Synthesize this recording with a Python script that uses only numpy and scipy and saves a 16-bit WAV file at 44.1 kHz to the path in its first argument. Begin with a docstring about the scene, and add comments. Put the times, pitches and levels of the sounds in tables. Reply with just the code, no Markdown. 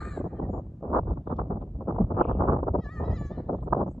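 """A seal's harsh cry dies away on a distant sandbank while gusts buffet the microphone.
Faint yelps answer, and later a clear wail wavers: all are throat pulses and air shaped by resonances.
The wind is turbulence at the microphone's two ports: a low rumble, with short eddies that grow
brighter as they grow stronger. Small birds whistle faintly over soft rustles and the hush of the
water, and the banks return a dull echo."""
import sys
import numpy as np
from scipy import signal
from scipy.fft import rfft, irfft
from scipy.io import wavfile

SR = 44100
rng = np.random.default_rng(int(sys.argv[2]) if len(sys.argv) > 2 else 0)


def output_pcm(signal):
    """Save a mono or channel-first signal as 16-bit PCM at the path in sys.argv[1].

    Samples are clipped to [-1, 1] before scaling.
    """
    pcm = np.clip(np.atleast_2d(signal).T, -1, 1) * 32767
    wavfile.write(sys.argv[1], SR, np.round(pcm).astype(np.int16))


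N = 176400
T = np.arange(N) / SR
FREQS = np.maximum(np.fft.rfftfreq(N, 1 / SR), 1)

# throat resonances of the wail and the yelps: f/Hz, gain/dB
THROAT_FORMANTS = [(550,-22.5),(800,-22.5),(1150,3),(1400,-5.5),(1780,1.5),(1980,-4),(2300,-17.5),(2900,-39),(3600,-60.5)]
# slow course of the wind: t/s, relative rumble level/dB, relative force/dB
GUSTS = [(0,-42.5,-59),(.19,-36,-45),(.4,-45,-42.5),(.58,-34,-51.5),(.8,-50,-67),(.85,-44.5,-43.5),(1.01,-31,-45.5),(1.76,-37.5,-53.5),(1.9,-45,-37),(2.03,-17.5,-40),(2.06,-34,-41.5),(2.41,-27,-33),(2.52,-29,-38.5),(2.83,-34.5,-50.5),(3.13,-32,-47.5),(3.46,-41.5,-52),(3.69,-30,-44.5),(4,-41.5,-58.5)]


def cry():
    """Source and filter: rough, sinking throat pulses excite two groups of resonances."""
    # course of the cry: t/s, pitch f/Hz, throat level/dB, treble level/dB, rasp/1
    course = [(0,590.3,-47,-63.5,.9),(.03,615,-46.5,-64,1),(.075,611,-48.5,-64,1),(.12,586.6,-49,-63,.85),(.16,556,-54.5,-64.5,.65),(.195,520,-56,-76,0.6),(.225,489,-71,-91.5,.4)]
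    # lower and upper resonances: f/Hz, gain/dB
    throat = [(550,-23.5),(950,-26),(1180,4.5),(1450,3),(1800,-2),(2050,-8),(2280,-12),(2600,-27.5),(3400,-49.5)]
    treble = [(2400,-22),(3000,-5),(3600,-0.5),(4080,10),(4650,1),(5200,-26),(6200,-22.5),(7100,5.5),(7800,6),(8700,-34.5),(10300,-19),(12000,-37)]
    source = larynx(curve(course), rasp=curve(course, column=4))
    return vocal_tract(source, throat, course, column=2) + vocal_tract(source, treble, course, column=3)


def wail():
    """Frequency modulation: a wavering pitch sweeps the harmonics across fixed resonances."""
    # melody: t/s, f/Hz
    melody = [(2.79,622),(2.825,650),(2.85,580),(2.892,574),(2.916,636),(2.93,628),(2.946,650),(2.98,600),(3.024,606),(3.045,642),(3.075,658),(3.12,620),(3.147,682),(3.166,650),(3.186,580),(3.25,574),(3.295,562),(3.336,604),(3.38,586)]
    # course of the wail: t/s, throat level/dB, treble level/dB, top level/dB, rasp/1
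    course = [(2.76,-81.5,-105,-115,.1),(2.80,-75,-76,-108,.05),(2.825,-57.5,-72.5,-100,0),(2.85,-60.5,-67.5,-85,0.2),(2.90,-48.5,-75,-90,.05),(2.94,-50.5,-69.5,-79.5,0.1),(2.986,-47.5,-79,-78.5,.1),(3.02,-54,-76,-83,0.3),(3.05,-56.5,-72.5,-82,.35),(3.12,-54,-66.5,-78,0.4),(3.15,-53.5,-69,-77.5,.3),(3.19,-50.5,-69.5,-77.5,0),(3.29,-58.5,-74,-76,0.3),(3.335,-57,-72.5,-95.5,0.5),(3.39,-75.5,-79.5,-105,.8)]
    # upper and highest resonances: f/Hz, gain/dB
    treble = [(2300,-18.5),(3100,-0.5),(3550,-5),(4050,2),(4600,-6),(5200,-8.5),(5900,-17),(6800,-48)]
    top = [(5000,-36.5),(5800,-17),(6400,1.5),(6950,3),(7500,-5),(8600,-22),(10400,-17),(12000,-42)]
    pitch = curve(melody) * (1 + 0.0066 * walk(170))
    source = larynx(pitch, rasp=curve(course, column=4))
    return (vocal_tract(source, THROAT_FORMANTS, course, column=1)
            + vocal_tract(source, treble, course, column=2)
            + vocal_tract(source, top, course, column=3))


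def yelps():
    """Amplitude envelopes: half-sine swells cut faint, gliding answers from a rough voice."""
    # calls: start t/s, length/s, f/Hz, fractional fall in pitch/1, level/dB
    calls = [(0.254,.11,640,0.071,-66),(0.346,0.056,599.4,0.074,-62.5),(0.408,.06,654.5,0.09,-66),(3.331,.11,716,-.02,-61)]
    pitch, envelope = np.full(N, 600.), 0
    for start, length, hz, fall, db in calls:
        progress = np.clip((T - start) / length, 0, 1)
        pitch = np.where(progress > 0, hz * (1 - fall * progress ** 2), pitch)
        envelope = envelope + undb(db) * np.sin(np.pi * progress)
    return envelope * unit(colour(larynx(pitch, rasp=0.75), THROAT_FORMANTS))


def larynx(pitch, rasp, jitter=0.021, shimmer_db=5.5):
    """Phonation: pulses with shimmering harmonics; rasp adds jitter and a puff of air in each cycle."""
    phase = 2 * np.pi * np.cumsum(pitch * (1 + jitter * rasp * walk(500))) / SR
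    pulses = sum(np.cos(k * phase) * undb(shimmer_db * min(k / 6, 1) * walk(39)) for k in range(1, 20))
    air = noise() * (1 + np.cos(phase)) * undb(3 * walk(300))
    breathiness = np.clip(0.62 * rasp, 0, 1)
    return np.sqrt(1 - breathiness ** 2) * unit(pulses) + breathiness * np.sqrt(2) * unit(air)


def vocal_tract(source, formants, course, column, attack_s=0.0091, release_s=0.053):
    """Resonance: one group of formants colours a voice, whose level follows a column of its course."""
    attack = np.clip((T - course[0][0]) / attack_s, 0, 1)
    release = np.exp(-np.maximum(T - course[-1][0], 0) / release_s)
    return unit(colour(source, formants)) * undb(curve(course, column)) * attack * release


def turbulence():
    """Turbulent pressure at two ports: bands follow the force; small eddies differ between the ports."""
    # wind spectrum at the reference force: f/Hz, density level/dB, growth/(dB per dB of force)
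    bands = [(30,-76.5,2.76),(86,-59,0.08),(194,-53.5,0.43),(428,-56,0.91),(658,-59.5,1.0),(1006,-65.5,1.3958),(1264,-71.5,1.3),(1606,-90.5,1.61),(2080,-108,1.28),(2970,-123,0.2),(5000,-145,1),(9000,-175,-0.7)]
    # part that differs between the ports: f/Hz, gain/dB
    incoherence = [(150,-56.5),(300,-45),(450,-28.5),(700,-6.5),(1100,-0.5),(2000,-1)]
    force_db, bright_db, thump_db = eddies()
    white = rng.standard_normal((2, N)) * np.sqrt(SR / 2)
    log_centres = np.log([row[0] for row in bands])
    spectra = 0
    for (hz, _, growth), this_band in zip(bands, np.eye(len(bands))):
        highs = np.clip(np.log2(hz / 650), 0, 1)
        lows = np.clip(np.log2(500 / hz), 0, 1)
        gain = undb(growth * force_db + bright_db * highs + (thump_db - 4) * lows)
        passband = np.interp(np.log(FREQS), log_centres, this_band)
        spectra = spectra + rfft(white * gain) * passband
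    mid, diffuse = irfft(spectra * undb(spectrum_db(bands)), N)
    side = colour(diffuse, incoherence)
    return mid + np.array([side, -side])


def eddies(reference_db=-28.5, edge_s=.008, skirt_db=-10.5, skirt_s=0.0046):
    """Incoherent addition: gust and eddies sum in power, giving force, brightness and thump in dB."""
    # eddies striking the microphone: start t/s, length/s, force/dB, brightness/dB, thump/dB
    buffets = [(0.019,0.0067,-35.5,2.5,0.5),(0.073,0.01,-40,-6,3.5),(0.171,0.012,-30.5,-11,6),(0.201,.014,-27,-10,7.5),(0.241,0.036,-33.5,-7.5,8.5),(0.325,0.027,-41.5,-9,9),(0.396,0.0084,-25.5,-11.5,7),(0.417,0.025,-29.5,-12.5,7),(0.476,.008,-35,-10,3.5),(0.494,0.0089,-26.5,-19.5,2),(.53,.071,-34.5,-5.5,-0.5),(.826,.051,-37.5,-5.5,1),(0.897,.033,-33.5,-5.5,4.5),(0.931,.066,-24,1.5,-2),(1.077,0.062,-41.5,4.5,5),(1.173,0.0048,-28.5,4.5,-2),(1.27,0.0099,-35,6,2),(1.296,.042,-33,4.5,5),(1.386,.018,-30.5,13,5),(1.414,.006,-26.5,-1.5,-2),(1.5,0.036,-32.5,0.5,2),(1.553,.03,-37,-4.5,3.5),(1.612,0.029,-39.5,-0.5,2),(1.876,0.038,-32,4,8),(1.985,0.0081,-24,-4,-1),(2.002,0.016,-25.5,-11.5,13.5),(2.105,.02,-28,-3,10.5),(2.168,.042,-26.5,3,4.5),(2.2083,.012,-16,3.5,4.5),(2.252,0.0059,-23,-2.5,1),(2.285,0.037,-29.5,.5,5),(2.349,0.0048,-26,-12.5,3.5),(2.402,.016,-25.5,4.5,0.5),(2.418,0.028,-31.5,2.5,8),(2.477,.028,-27,7,9.5),(2.51,.042,-27,4,7),(2.582,.025,-31.5,0,0),(2.626,.008,-37,-3,1),(2.67,0.02,-22,-2,0.5),(2.741,0.024,-20.5,-8,0.5),(2.779,0.024,-32.5,-5.5,7),(3.005,0.039,-32.5,-3.5,2.5),(3.077,.01,-28.5,-5.5,2),(3.095,0.039,-33,-7,-1.5),(3.213,0.0078,-28.5,-11.5,7.5),(3.304,0.015,-36.5,-10.5,8),(3.375,0.033,-35.5,-9,3.5),(3.488,.023,-23,-11,0.5),(3.514,.04,-29.5,-11.5,3.5),(3.725,0.011,-19,1,3),(3.746,.008,-25,-0.5,3),(3.764,0.078,-25.5,-8.5,4.5),(3.859,.033,-35.5,-3,4.5)]
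    swirl_db = 5 * walk(110)
    power = undb(curve(GUSTS, column=2) + lulls() + 0.5 + swirl_db) ** 2
    bright, thump = 0, 0
    for start, length, db, bright_db, thump_db in buffets:
        inside_s = length / 2 - abs(T - start - length / 2)
        # weaker turbulence surrounds each eddy
        skirt = undb(skirt_db) * np.exp(np.clip(inside_s / skirt_s, -20, 0))
        eddy = (undb(db) * np.clip(inside_s / edge_s + .5, skirt, 1)) ** 2
        power = power + eddy
        bright = bright + eddy * bright_db
        thump = thump + eddy * thump_db
    flutter_db = 3 * np.minimum(walk(520), 1.6)
    return 10 * np.log10(power) - reference_db + flutter_db, bright / power, thump / power


def rumble():
    """Coherent pressure fluctuation: the wind's lowest noise swells alike at both ports."""
    # rumble spectrum: f/Hz, relative level/dB
    spectrum = [(14,-56),(27,-26.5),(42,-2),(62,2),(85,-0.5),(130,-6.5),(200,-14),(320,-28),(600,-42),(1500,-90.5)]
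    return unit(colour(noise(), spectrum)) * undb(curve(GUSTS) + lulls() + 1 + 2.5 * walk(30))


def lulls():
    """Intermittency: the wind slackens in brief Gaussian dips, given in dB."""
    # dips: middle t/s, length/s, level change/dB
    dips = [(0.291,0.059,-13),(0.637,.03,-7),(1.244,.035,-20.5),(1.703,0.063,-2.5),(2.089,0.037,-9.5),(2.905,0.046,-15.5),(3.281,0.026,-8.5),(3.343,0.0083,-11),(3.604,0.015,-11.5),(3.939,0.041,-8)]
    return sum(db * bell(middle, length) for middle, length, db in dips)


def birds():
    """Frequency glides: each thin whistle is a pure tone whose pitch follows a parabola."""
    # whistles: start t/s, length/s, vertex f/Hz, sag half a length away/Hz, vertex place/1, level/dB
    whistles = [(.18,.135,6650,550,0.63,-91.5),(.35,.08,3080,-220,.6,-82.5),(.475,.145,7100,750,.55,-81.5),(3.51,.04,6350,200,0.4,-91.5),(3.55,.03,6750,200,.1,-90),(3.615,.055,7900,200,.05,-84.5),(3.875,.11,7900,750,0.4,-86),(3.865,.04,6550,150,0.08,-83),(3.90,.035,6800,600,.4,-82)]
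    out, waver = 0, 1 + .005 * walk(250)
    for start, length, hz, sag_hz, vertex, db in whistles:
        progress = np.clip((T - start) / length, 0, 1)
        pitch = (hz - sag_hz * (2 * (progress - vertex)) ** 2) * waver
        tone = np.sqrt(2) * np.sin(2 * np.pi * np.cumsum(pitch) / SR)
        out = out + undb(db) * np.sin(np.pi * progress) * tone
    return out


def rustles():
    """Modulated band noise: short, grainy swells of hiss."""
    # swells: middle t/s, length/s, centre f/Hz, width/Hz, level/dB
    swells = [(1.095,0.072,3650,200,-89),(1.301,.08,3540,350,-83),(1.364,.008,4850,1300,-81.5),(1.384,.035,3800,1210,-80),(1.618,0.012,2800,1110,-78),(2.237,0.073,2574,335,-62),(2.297,.09,3070,472,-75),(2.50,0.12,2600,369,-82.5),(3.575,.14,3500,697,-87),(3.79,.08,3800,450,-87.5)]
    out, grains = 0, rfft(noise() * undb(4.6 * walk(300)))
    for middle, length, hz, width_hz, db in swells:
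        passband = np.exp(-.5 * ((FREQS - hz) / width_hz) ** 2)
        out = out + unit(irfft(grains * passband, N)) * undb(db) * bell(middle, length)
    return out


def echo(sound, level_db=-12, t60_s=1, damping_hz=3800):
    """Diffuse reflection: the banks return a dull tail that decays exponentially."""
    t = T[:SR]
    tail = rng.standard_normal(SR) * undb(-60 * t / t60_s) * (1 - np.exp(-t / .02))
    lowpass = signal.butter(1, damping_hz, fs=SR, output="sos")
    tail = signal.sosfilt(lowpass, tail / np.linalg.norm(tail))
    return undb(level_db) * signal.fftconvolve(sound, tail)[:N]


def water():
    """Stationary noise: the even hush of water along the shore."""
    # hush spectrum: f/Hz, density level/dB
    spectrum = [(100,-99.5),(500,-101),(1000,-104),(1500,-114),(2200,-123),(3500,-127),(5000,-130),(7600,-130),(8500,-137),(12000,-136)]
    return colour(noise(), spectrum) * np.sqrt(SR / 2)


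def undb(db):
    """Decibels to amplitude ratio."""
    return 10 ** (np.asarray(db) / 20)


def curve(rows, column=1):
    """Linear interpolation of one column in time."""
    rows = np.array(rows, float)
    return np.interp(T, rows[:, 0], rows[:, column])


def bell(middle, length):
    """Gaussian window in time, of height 1."""
    return np.exp(-2 * ((T - middle) / length) ** 2)


def spectrum_db(rows):
    """Interpolation of levels over log frequency."""
    rows = np.array(rows, float)
    return np.interp(np.log(FREQS), np.log(rows[:, 0]), rows[:, 1])


def colour(x, rows):
    """Zero-phase filtering by a tabulated spectrum."""
    return irfft(rfft(x) * undb(spectrum_db(rows)), N)


def unit(x):
    """Normalisation to standard deviation 1."""
    return x / np.std(x)


def noise():
    """White Gaussian noise."""
    return rng.standard_normal(N)


def walk(rate):
    """Low-pass noise of spread 1, changing about rate times a second."""
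    return unit(irfft(rfft(noise()) * np.exp(-(2 * FREQS / rate) ** 2), N))


def scene(pan_db=1.9):
    """Superposition in mid and side: distant animals, a little to the left, and water behind the wind."""
    # part of the distant sound that reaches the ports out of step: f/Hz, gain/dB
    out_of_step = [(1000,-10.5),(2000,-12),(4000,-11),(7500,-5.5),(9000,-3),(12000,-5.5)]
    far = cry() + wail() + yelps() + birds() + rustles()
    quadrature = irfft(1j * rfft(far), N)
    hush = water()
    side = undb(-19) * water() + undb(-6) * echo(far) + colour(quadrature, out_of_step)
    pan = undb(np.array([[pan_db], [-pan_db]]) / 2)
    return turbulence() + rumble() + far * pan + echo(far) + hush + np.array([side, -side])


def record(dry, cutoff_hz=12400, fade_s=.004):
    """Band limiting: a steep low-pass removes the highest treble after brief fades at both ends."""
    fade = np.minimum(np.minimum(T, T[-1] - T) / fade_s, 1)
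    return signal.sosfilt(signal.ellip(8, .2, 70, cutoff_hz, fs=SR, output="sos"), dry * fade)


dry = scene()
out = record(dry)
output_pcm(out)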